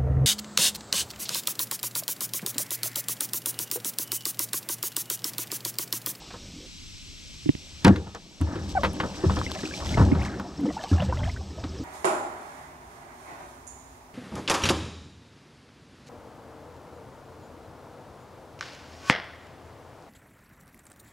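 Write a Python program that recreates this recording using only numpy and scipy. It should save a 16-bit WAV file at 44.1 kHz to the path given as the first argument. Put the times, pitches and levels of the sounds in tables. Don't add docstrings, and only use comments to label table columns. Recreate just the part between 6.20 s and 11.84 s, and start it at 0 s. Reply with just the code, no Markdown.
import sys
import numpy as np
from scipy import signal
from scipy.fft import rfft, irfft, next_fast_len
from scipy.io import wavfile
from scipy.ndimage import uniform_filter1d, minimum_filter1d

SR = 44100
rng = np.random.default_rng(int(sys.argv[2]) if len(sys.argv) > 2 else 0)


def int16_out(signal):
    q = np.round(np.clip(np.atleast_2d(signal).T, -1, 1) * 32767)
    wavfile.write(sys.argv[1], SR, q.astype(np.int16))


N = 248724

# t/s, thud/dB, boom/dB, struck panel f/Hz, clack/dB, crunch/dB
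HULL_BLOWS = [(0.106, -46, -48, 380, -48, -49), (0.139, -46, -41, 277, -39, -76),
              (1.648, -6.5, -23, 264, -21, -22.5), (1.665, -7.5, -14, 275, -14.5, -29.5),
              (1.679, 0, -32, 192, -18, -28), (1.7, -9, -2.5, 330, -42, -60),
              (1.759, -37, -7, 200, -41, -38.5), (1.867, -29, -21, 173, -36, -64),
              (1.948, -58, -60, 300, -32.5, -41), (2.205, -13, 2, 164, -36, -76),
              (2.213, -12.5, -6, 242, -34, -40), (2.356, -20.5, -14, 320, -33, -40),
              (2.634, -18, -30, 251.8, -19, -26), (2.647, -27, -25, 295, -25.5, -25.5),
              (2.801, -22.5, -39, 357, -33, -29), (2.833, -20.5, -27, 229, -24.5, -45),
              (3.036, -13, -15, 420, -28.5, -59), (3.054, -12, -4.5, 140, -62, -69),
              (3.097, -21.5, -13.5, 160, -26.5, -43), (3.167, -26, -12, 303, -26.5, -45),
              (3.433, -22, -35, 337, -43, -43.5), (3.773, -21.5, -32, 273, -18.5, -41),
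              (3.795, -9, -9.5, 193, -25, -48), (3.813, -9, -0.5, 210, -25, -45),
              (3.95, -12.5, -14, 151, -29, -40.5), (4.197, -30, -48, 309, -31.5, -42),
              (4.635, -50, -64, 279, -35.5, -43.5), (4.715, -11.5, 0, 268, -46, -62),
              (4.798, -14.5, -13, 140, -32, -39), (4.821, -17, -31, 164, -55, -37.5),
              (5.018, -27, -21.5, 141.2, -50, -59), (5.438, -26, -21, 302, -36, -41.5),
              (5.599, -22, -52, 250, -56.5, -70)]
# t/s, flex/dB, rub/dB
HULL_LOAD = [(0, -77, -50.5), (.46, -64, -59.5), (.48, -65, -76.5), (1.6, -49.5, -59), (1.72, -44, -28),
             (1.9, -66, -48), (2.19, -77, -56.5), (2.3, -31.5, -30.5), (2.55, -32, -41.5), (2.9, -49, -43),
             (3.2, -28, -41), (3.45, -56, -47), (3.9, -20.5, -34.5), (4.1, -38, -35.5), (4.68, -50.5, -50),
             (4.9, -23, -37), (5.12, -27.5, -48.5), (5.23, -44.5, -46.5), (5.64, -32, -45.5)]
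# f/Hz, level/dB, t60/s
HULL_MODES = [(66.5, -17, 0.16), (83, 2, 0.13), (98.54, 1.5, 0.073), (148, 2, 0.088), (194.1, 1.5, 0.23),
              (247, -5, 0.081), (272.3, 6, 0.051), (313, 0, 0.15), (372, 2.5, 0.083), (492, 8.5, 0.033),
              (568.6, 1.5, 0.04), (652, 9, 0.016), (804, -2.5, 0.081), (919, 10, 0.014),
              (1145, -3.5, 0.048), (1265, -0.5, 0.041), (1520, 1, 0.011), (1670, 0, 0.018),
              (1750, 6, 0.0084)]
# f/Hz, density/dB
CRUNCH_SPECTRUM = [(880, 1.5), (1500, 3.5), (3190, -5.5), (4300, -10.5), (5380, -19), (8500, -33),
                   (11000, -72)]
# t/s, level/dB, f/Hz
GEAR_AND_DROP_TICKS = [(1.645, -15, 2830), (1.648, -10.5, 5195), (1.647, -22, 9100), (1.671, -28, 7300),
                       (1.68, -13, 3330), (1.68, -21, 5600), (1.761, -24, 3620), (1.949, -27.5, 6040),
                       (2.213, -27, 8700), (2.636, -35, 11900), (2.733, -34.5, 11300), (3.106, -29, 3700),
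                       (3.149, -40, 8800), (3.189, -22.5, 3840), (3.317, -19, 3770), (3.351, -26.5, 2390),
                       (3.573, -47, 6800), (3.679, -39, 9600), (3.692, -24.5, 3400), (3.95, -38, 3610),
                       (4.049, -24, 4270), (4.025, -38, 10100), (4.198, -16.5, 1470), (4.408, -44, 11200),
                       (4.638, -27, 4130), (4.82, -27, 3430), (5.441, -30, 4040)]
# t/s, level/dB, f/Hz
WET_SLAPS = [(2.833, -16, 1000), (3.097, -14.5, 1030), (3.169, -20.5, 1070), (3.215, -15.5, 1110),
             (3.316, -24, 1030), (3.433, -35, 890), (4.198, -18.5, 1210), (4.455, -20, 740)]
# t/s, level/dB, f/Hz, glide/ratio (see add_ping)
SINGLE_BUBBLES = [(3.264, -22.5, 2100, -0.026), (3.455, -22.5, 2470, 0.11), (3.39, -31.5, 1660, 0.06),
                  (3.51, -33, 1610, 0.041), (3.538, -25, 2350, -0.013), (3.742, -26.5, 2170, -0.07),
                  (3.917, -22.5, 2110, 0.059), (3.993, -25, 2130, 0.015), (4.013, -17.5, 1730, 0.83),
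                  (4.03, -24.5, 1270, .9), (4.05, -24.5, 1800, 0.92), (4.059, -25.5, 1580, 0.39),
                  (4.07, -33, 1640, 0.16), (4.082, -21, 2270, -0.37), (4.137, -26, 1380, 0.39),
                  (4.12, -33.5, 713, 0.17), (4.17, -33, 696, 0.036), (4.25, -28.5, 710, -0.014),
                  (4.566, -22.5, 826, 0.29), (4.636, -25.5, 695, 0.45), (4.782, -20.5, 787, -0.17),
                  (4.802, -19.5, 2620, 0.32), (4.82, -18.5, 627, -0.25), (4.886, -22.5, 535, -0.094),
                  (4.925, -17.5, 922, 0.42), (5.017, -27, 558, 0.26), (5.032, -30, 1620, -0.11),
                  (5.052, -23, 1700, 0.058), (5.075, -26, 751, -0.14), (5.096, -25.5, 2020, 0.12),
                  (5.163, -27.5, 1520, 0.013), (5.206, -32, 770, 0.019), (5.377, -26.5, 610, 0.19)]
# t/s, gurgle/dB, spray/dB
WATER_STIR = [(2.2, -54, -62), (3.0, -52.5, -61), (3.2, -52, -56.5), (3.86, -45, -55), (3.92, -43.5, -63),
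              (4.07, -51.5, -56.5), (4.25, -68, -85.5), (4.45, -41, -60), (5.1, -42.5, -59.5),
              (5.222, -58, -71), (5.64, -58, -88)]
# t/s, slip rate/Hz, level/dB
SOLE_SLIP = [(2.553, 820, -30), (2.568, 760, -24), (2.578, 710, -20), (2.596, 595, -26), (2.615, 660, -33)]
# f/slip rate, level/dB
SOLE_PARTIALS = [(1, 2), (2, -7), (3, -20.5)]
# t/s, level/dB, f/Hz, t60/s
HOUSING_BUMPS = [(1.259, -30, 305, 0.053), (1.291, -13.5, 290, 0.025), (1.351, -21, 269, 0.0079),
                 (3.919, -17, 259, 0.046)]
# f/Hz, density/dB
HISS_SPECTRUM = [(880, -81), (1500, -3), (1930, -1), (2220, 6.5), (2860, 8.5), (3280, 8.5), (3990, 9),
                 (4800, 7), (5400, 9.5), (7090, 1.5), (7550, 1), (7850, 6), (8200, -0.5), (9100, -10),
                 (10900, -14), (11500, -16), (12000, -8.5), (12600, -18.5), (14600, -25), (15500, -44)]
# f/Hz, density/dB
BREEZE_SPECTRUM = [(15, -19), (25, 2.5), (46, -8.5), (65, -12.5), (280, -20), (528, -38.5),
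                   (1500, -35), (1950, -94)]
# f/Hz, left lead/rad, diffuse likeness/ratio
MIC_PORTS = [(30, 1, 0.69), (77, 0.22, 0.9), (246, -0.36, 0.47), (730, -0.61, 0.15), (1500, -1.1, 0.71),
             (2670, -1.45, 1), (4770, -0.67, 0.84), (9900, 0.96, 0.65)]

TIME_S = np.arange(N) / SR
FFT_SIZE = next_fast_len(N + SR // 10)
BIN_HZ = np.maximum(np.arange(FFT_SIZE // 2 + 1) * SR / FFT_SIZE, 1)


def hull():
    _, thud_db, boom_db, panel_hz, clack_db, crunch_db = np.transpose(HULL_BLOWS)
    flex_db, rub_db = envelopes(HULL_LOAD)
    friction = grains(per_s=600, spread_db=4.5) * from_db(3.5 * drift(13.7) - 2)
    chatter = rng.standard_normal((len(HULL_BLOWS), 2, SR // 10))
    boom = blow_force(boom_db - 9.5, chatter[:, 0], stretch=2.3, touch=1.03)
    clack = blow_force(clack_db - 3, chatter[:, 1], stretch=1)
    modes = np.zeros(N)
    for k, (hz, level_db, t60_s) in enumerate(HULL_MODES):
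        if hz < 125:
            blows, steady_db = boom, flex_db - 23.5
        elif hz < 450:
            drive_db = thud_db - 6.5 - 38 * np.log2(hz / panel_hz) ** 2
            blows = blow_force(drive_db, chatter[:, k % 2], stretch=0.95, touch=0.99)
            steady_db = rub_db - 27
        else:
            blows, steady_db = clack, rub_db - 32.5
        force = blows + from_db(steady_db) * np.roll(friction, 997 * k)
        modes += (-1) ** k * from_db(level_db) * ring(force, hz, t60_s)
    crunch = shaped(blow_force(crunch_db + 33.5, chatter[:, 0], stretch=0.67), CRUNCH_SPECTRUM)
    tick_force = blow_force(crunch_db + 5, chatter[:, 1], stretch=0.86)
    tick = signal.sosfilt(signal.butter(2, [7000, 12500], "band", fs=SR, output="sos"), tick_force)
    return modes + crunch + tick


def blow_force(levels_db, chatter, stretch, touch=0.32):
    contact_s = 0.017 * stretch
    out, n, width = np.zeros(N), np.arange(chatter.shape[1]), contact_s * SR
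    envelope = (1 - np.exp(-n / (0.042 * width))) * np.exp(-n / width) / np.sqrt(width / 2)
    for blow, level_db, noise in zip(HULL_BLOWS, levels_db, chatter):
        force = noise * envelope
        force[0] += touch
        place(out, blow[0], from_db(level_db) * force)
    return out


def ticks(t60_s=0.014, q=6.5):
    out, t = np.zeros(N), np.arange(SR // 50) / SR
    for start_s, level_db, hz in GEAR_AND_DROP_TICKS:
        noise = rng.standard_normal(len(t))
        r, w = np.exp(-np.pi * hz / q / SR), 2 * np.pi * hz / SR
        burst = signal.lfilter([1, 0, -1], [1, -2 * r * np.cos(w), r * r], noise + np.roll(noise, 1))
        place(out, start_s, from_db(level_db - 5 - 60 * t / t60_s) * unit_rms(burst))
    return out


def slaps():
    out = np.zeros(N)
    for start_s, level_db, hz in WET_SLAPS:
        add_ping(out, start_s, level_db + 3, hz, t60_s=0.0081, glide=0.14, attack_cycles=0.26)
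    return out


def water(onset_s=2.1):
    gurgle_db, spray_db = envelopes([(onset_s, -68, -100)] + WATER_STIR)
    single, small = np.zeros(N), np.zeros(N)
    for start_s, level_db, hz, glide in SINGLE_BUBBLES:
        t60_s = 0.037 * (1500 / hz) ** 1.03
        add_ping(single, start_s, level_db, hz, t60_s, glide, attack_cycles=1.9)
        lag, interval = rng.random(2)
        add_ping(single, start_s + 0.02 * lag, level_db - 11, hz * 1.6 ** (interval + 0.2),
                 0.7 * t60_s, glide=0.07, attack_cycles=1.1)
    for when, pitch, size, ringing, rise in rng.random((2600, 5)):
        start_s = onset_s + when * (N / SR - onset_s)
        hz = 550 * 6 ** pitch ** 1.3
        t60_s = (9 + 70 * ringing ** 3) / hz
        add_ping(small, start_s, 14 * size ** 2, hz, t60_s, glide=0.25 * rise ** 2 - 0.03)
    gurgle = from_db(gurgle_db + 3 * drift(12)) * unit_rms(small)
    spray_spectrum = [(hz, db + 1.3 * np.log2(hz / 5000)) for hz, db in HISS_SPECTRUM]
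    droplets = np.array([grains(per_s=1500, spread_db=1.8), grains(per_s=1300, spread_db=5.7)])
    bubbles = from_db(3.95 * drift(136)) * single + gurgle
    spray = from_db(spray_db + 11.5 + 3.3 * drift(16.5)) * shaped(droplets, spray_spectrum)
    return bubbles, spray


def sole_squeak():
    return stick_slip(SOLE_SLIP, SOLE_PARTIALS, rough_db=4.5, dulling=0.73, wobble=0.033)


def groan():
    times_s = 4.38 + np.cumsum([0, 0.0402, 0.074, 0.021])
    hz, level_db = [270, 270, 312.5, 312.5], [-35.5, -22.5, -22.5, -35.5]
    partials = [(0.67, -10.5), (1, -1.5), (1.6, -11.5)]
    return stick_slip(list(zip(times_s, hz, level_db)), partials, rough_db=4, dulling=0, wobble=0.057)


def stick_slip(curve, partials, rough_db, dulling, wobble):
    (start_s, start_hz, _), (end_s, end_hz, _) = curve[0], curve[-1]
    hz, level_db = envelopes([(start_s - 0.01, start_hz, -90), *curve, (end_s + 0.015, end_hz, -90)])
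    phase = 2 * np.pi * np.cumsum(hz * (1 + wobble * drift(31.9))) / SR
    tilt_db = dulling * (level_db - level_db.max())
    tone = sum(from_db(db + (k - 1) * tilt_db + rough_db * drift(53)) * np.sin(k * phase)
               for k, db in partials)
    return np.sqrt(2) * from_db(level_db) * tone


def housing_bumps():
    bumps = np.zeros(N)
    for start_s, level_db, hz, t60_s in HOUSING_BUMPS:
        add_ping(bumps, start_s, level_db + 10, hz, t60_s)
        add_ping(bumps, start_s, level_db + 0.5, 0.52 * hz, 1.5 * t60_s, attack_cycles=0.6)
        add_ping(bumps, start_s, level_db - 16.5, hz=1700, t60_s=0.008, glide=2.15, attack_cycles=0.1)
    bumps *= from_db(1.5 * drift(60))
    delayed = np.interp(TIME_S - 0.001023, TIME_S, bumps)
    return np.array([from_db(5.5) * delayed, from_db(10.5) * bumps])


def insect(chirps_per_s=10.75, pitch_hz=5680, sag_hz_per_s=170, fall_hz_per_s=20000):
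    t = TIME_S - 2.61
    offset_cycles = (t * chirps_per_s + 0.5) % 1 - 0.5
    hz = pitch_hz - sag_hz_per_s * t - fall_hz_per_s * offset_cycles / chirps_per_s
    noise = rng.standard_normal((2, N))
    rasp = 1 + 10 * signal.sosfilt(signal.butter(2, 450, fs=SR, output="sos"), noise)
    chirps = rasp * np.sin(2 * np.pi * np.cumsum(hz) / SR) * np.cos(np.pi * offset_cycles) ** 16
    swell = np.clip((TIME_S - 1.94) / 0.44, 0, 1)
    level_db = -56 - np.clip((TIME_S - 3.5) / 0.1, 0, 1)
    return swell * from_db(level_db) * unit_rms(chirps)


def bank_hiss():
    return from_db(-48.5) * shaped(rng.standard_normal((2, N)), HISS_SPECTRUM)


def breeze():
    return from_db(-47.5 + 1.5 * drift(2.5)) * shaped(rng.standard_normal((2, N)), BREEZE_SPECTRUM)


def mic_ports(near, diffuse):
    likeness = np.clip(at_bins(MIC_PORTS, column=2), 0, 1)
    shared, unshared = rfft(diffuse, FFT_SIZE)
    mid = rfft(near, FFT_SIZE) + np.sqrt(likeness) * shared
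    side = np.sqrt(1 - likeness) * unshared
    half_lead = np.exp(0.5j * at_bins(MIC_PORTS))
    return irfft([(mid + side) * half_lead, (mid - side) / half_lead], FFT_SIZE)[:, :N]


def gain_control(pair, threshold_db=-19.5, max_cut_db=6.5):
    window_s, attack_s, hold_s, release_db_per_s = 0.049, 0.083, 0.52, 8
    power = np.abs(uniform_filter1d(np.mean(pair ** 2, axis=0), int(window_s * SR)))
    cut_db = np.clip(10 * np.log10(power + 1e-12) - threshold_db, 0, max_cut_db)
    delayed_db = lambda delay_s: np.interp(TIME_S - delay_s, TIME_S, cut_db, left=0)
    ramp_db = release_db_per_s * TIME_S
    release_db = np.maximum.accumulate(delayed_db(hold_s) + ramp_db) - ramp_db
    held_db = -minimum_filter1d(-delayed_db(hold_s / 2 + window_s / 2), int(hold_s * SR))
    r = np.exp(-1 / (attack_s * SR))
    return from_db(-signal.lfilter([1 - r], [1, -r], np.maximum(release_db, held_db)))


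def from_db(db):
    return 10 ** (np.asarray(db) / 20)


def unit_rms(x):
    return x / np.sqrt(np.mean(x ** 2) + 1e-20)


def envelopes(rows):
    times_s, *columns = np.transpose(rows)
    return [np.interp(TIME_S, times_s, column) for column in columns]


def at_bins(rows, column=1):
    columns = np.transpose(rows)
    return np.interp(np.log(BIN_HZ), np.log(columns[0]), columns[column])


def shaped(x, spectrum):
    gain = unit_rms(from_db(at_bins(spectrum)))
    return irfft(rfft(x, FFT_SIZE) * gain, FFT_SIZE)[..., :N]


def drift(corner_hz):
    step = 40
    r = np.exp(-2 * np.pi * corner_hz * step / SR)
    slow = signal.lfilter([1], [1, -2 * r, r * r], rng.standard_normal(N // step + 2002))[2000:]
    return np.interp(np.arange(N) / step, np.arange(len(slow)), unit_rms(slow))


def grains(per_s, spread_db):
    sizes = from_db(spread_db * np.minimum(rng.exponential(1, N), 4)) * rng.choice([-1, 1], N)
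    return unit_rms(sizes * (rng.random(N) < per_s / SR))


def ring(force, hz, t60_s):
    r, w = from_db(-60 / (t60_s * SR)), 2 * np.pi * hz / SR
    return signal.lfilter([0, np.sin(w)], [1, -2 * r * np.cos(w), r * r], force + 1e-18)


def place(out, start_s, sound):
    at = round(start_s * SR)
    out[at:at + len(sound)] += sound[:N - at]


def add_ping(out, start_s, level_db, hz, t60_s, glide=0, attack_cycles=1):
    t = np.arange(int(t60_s * SR)) / SR
    envelope = from_db(level_db - 60 * t / t60_s) * (1 - np.exp(-t * hz / attack_cycles))
    place(out, start_s, envelope * np.sin(2 * np.pi * hz * (t + glide * t ** 2 / t60_s)))


def scene():
    bubbles, spray = water()
    near = hull() + ticks() + slaps() + sole_squeak() + groan() + bubbles
    diffuse = spray + breeze() + bank_hiss() + insect()
    return mic_ports(near, diffuse) + housing_bumps()


def record(dry):
    left, right = dry * gain_control(dry) * from_db([[0.5], [-0.5]])
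    width = (TIME_S > 0.462) * np.interp(TIME_S, [3.72, 4.71], [1, 0])
    mid, side = (left + right) / 2, width * (left - right) / 2
    pair = signal.sosfilt(signal.butter(2, 38, "high", fs=SR, output="sos"), [mid + side, mid - side])
    clipped = 1.002 * np.tanh(pair / 0.83)
    return signal.sosfilt(signal.cheby2(12, 60, 15950, fs=SR, output="sos"), clipped)


dry = scene()
out = record(dry)
int16_out(out)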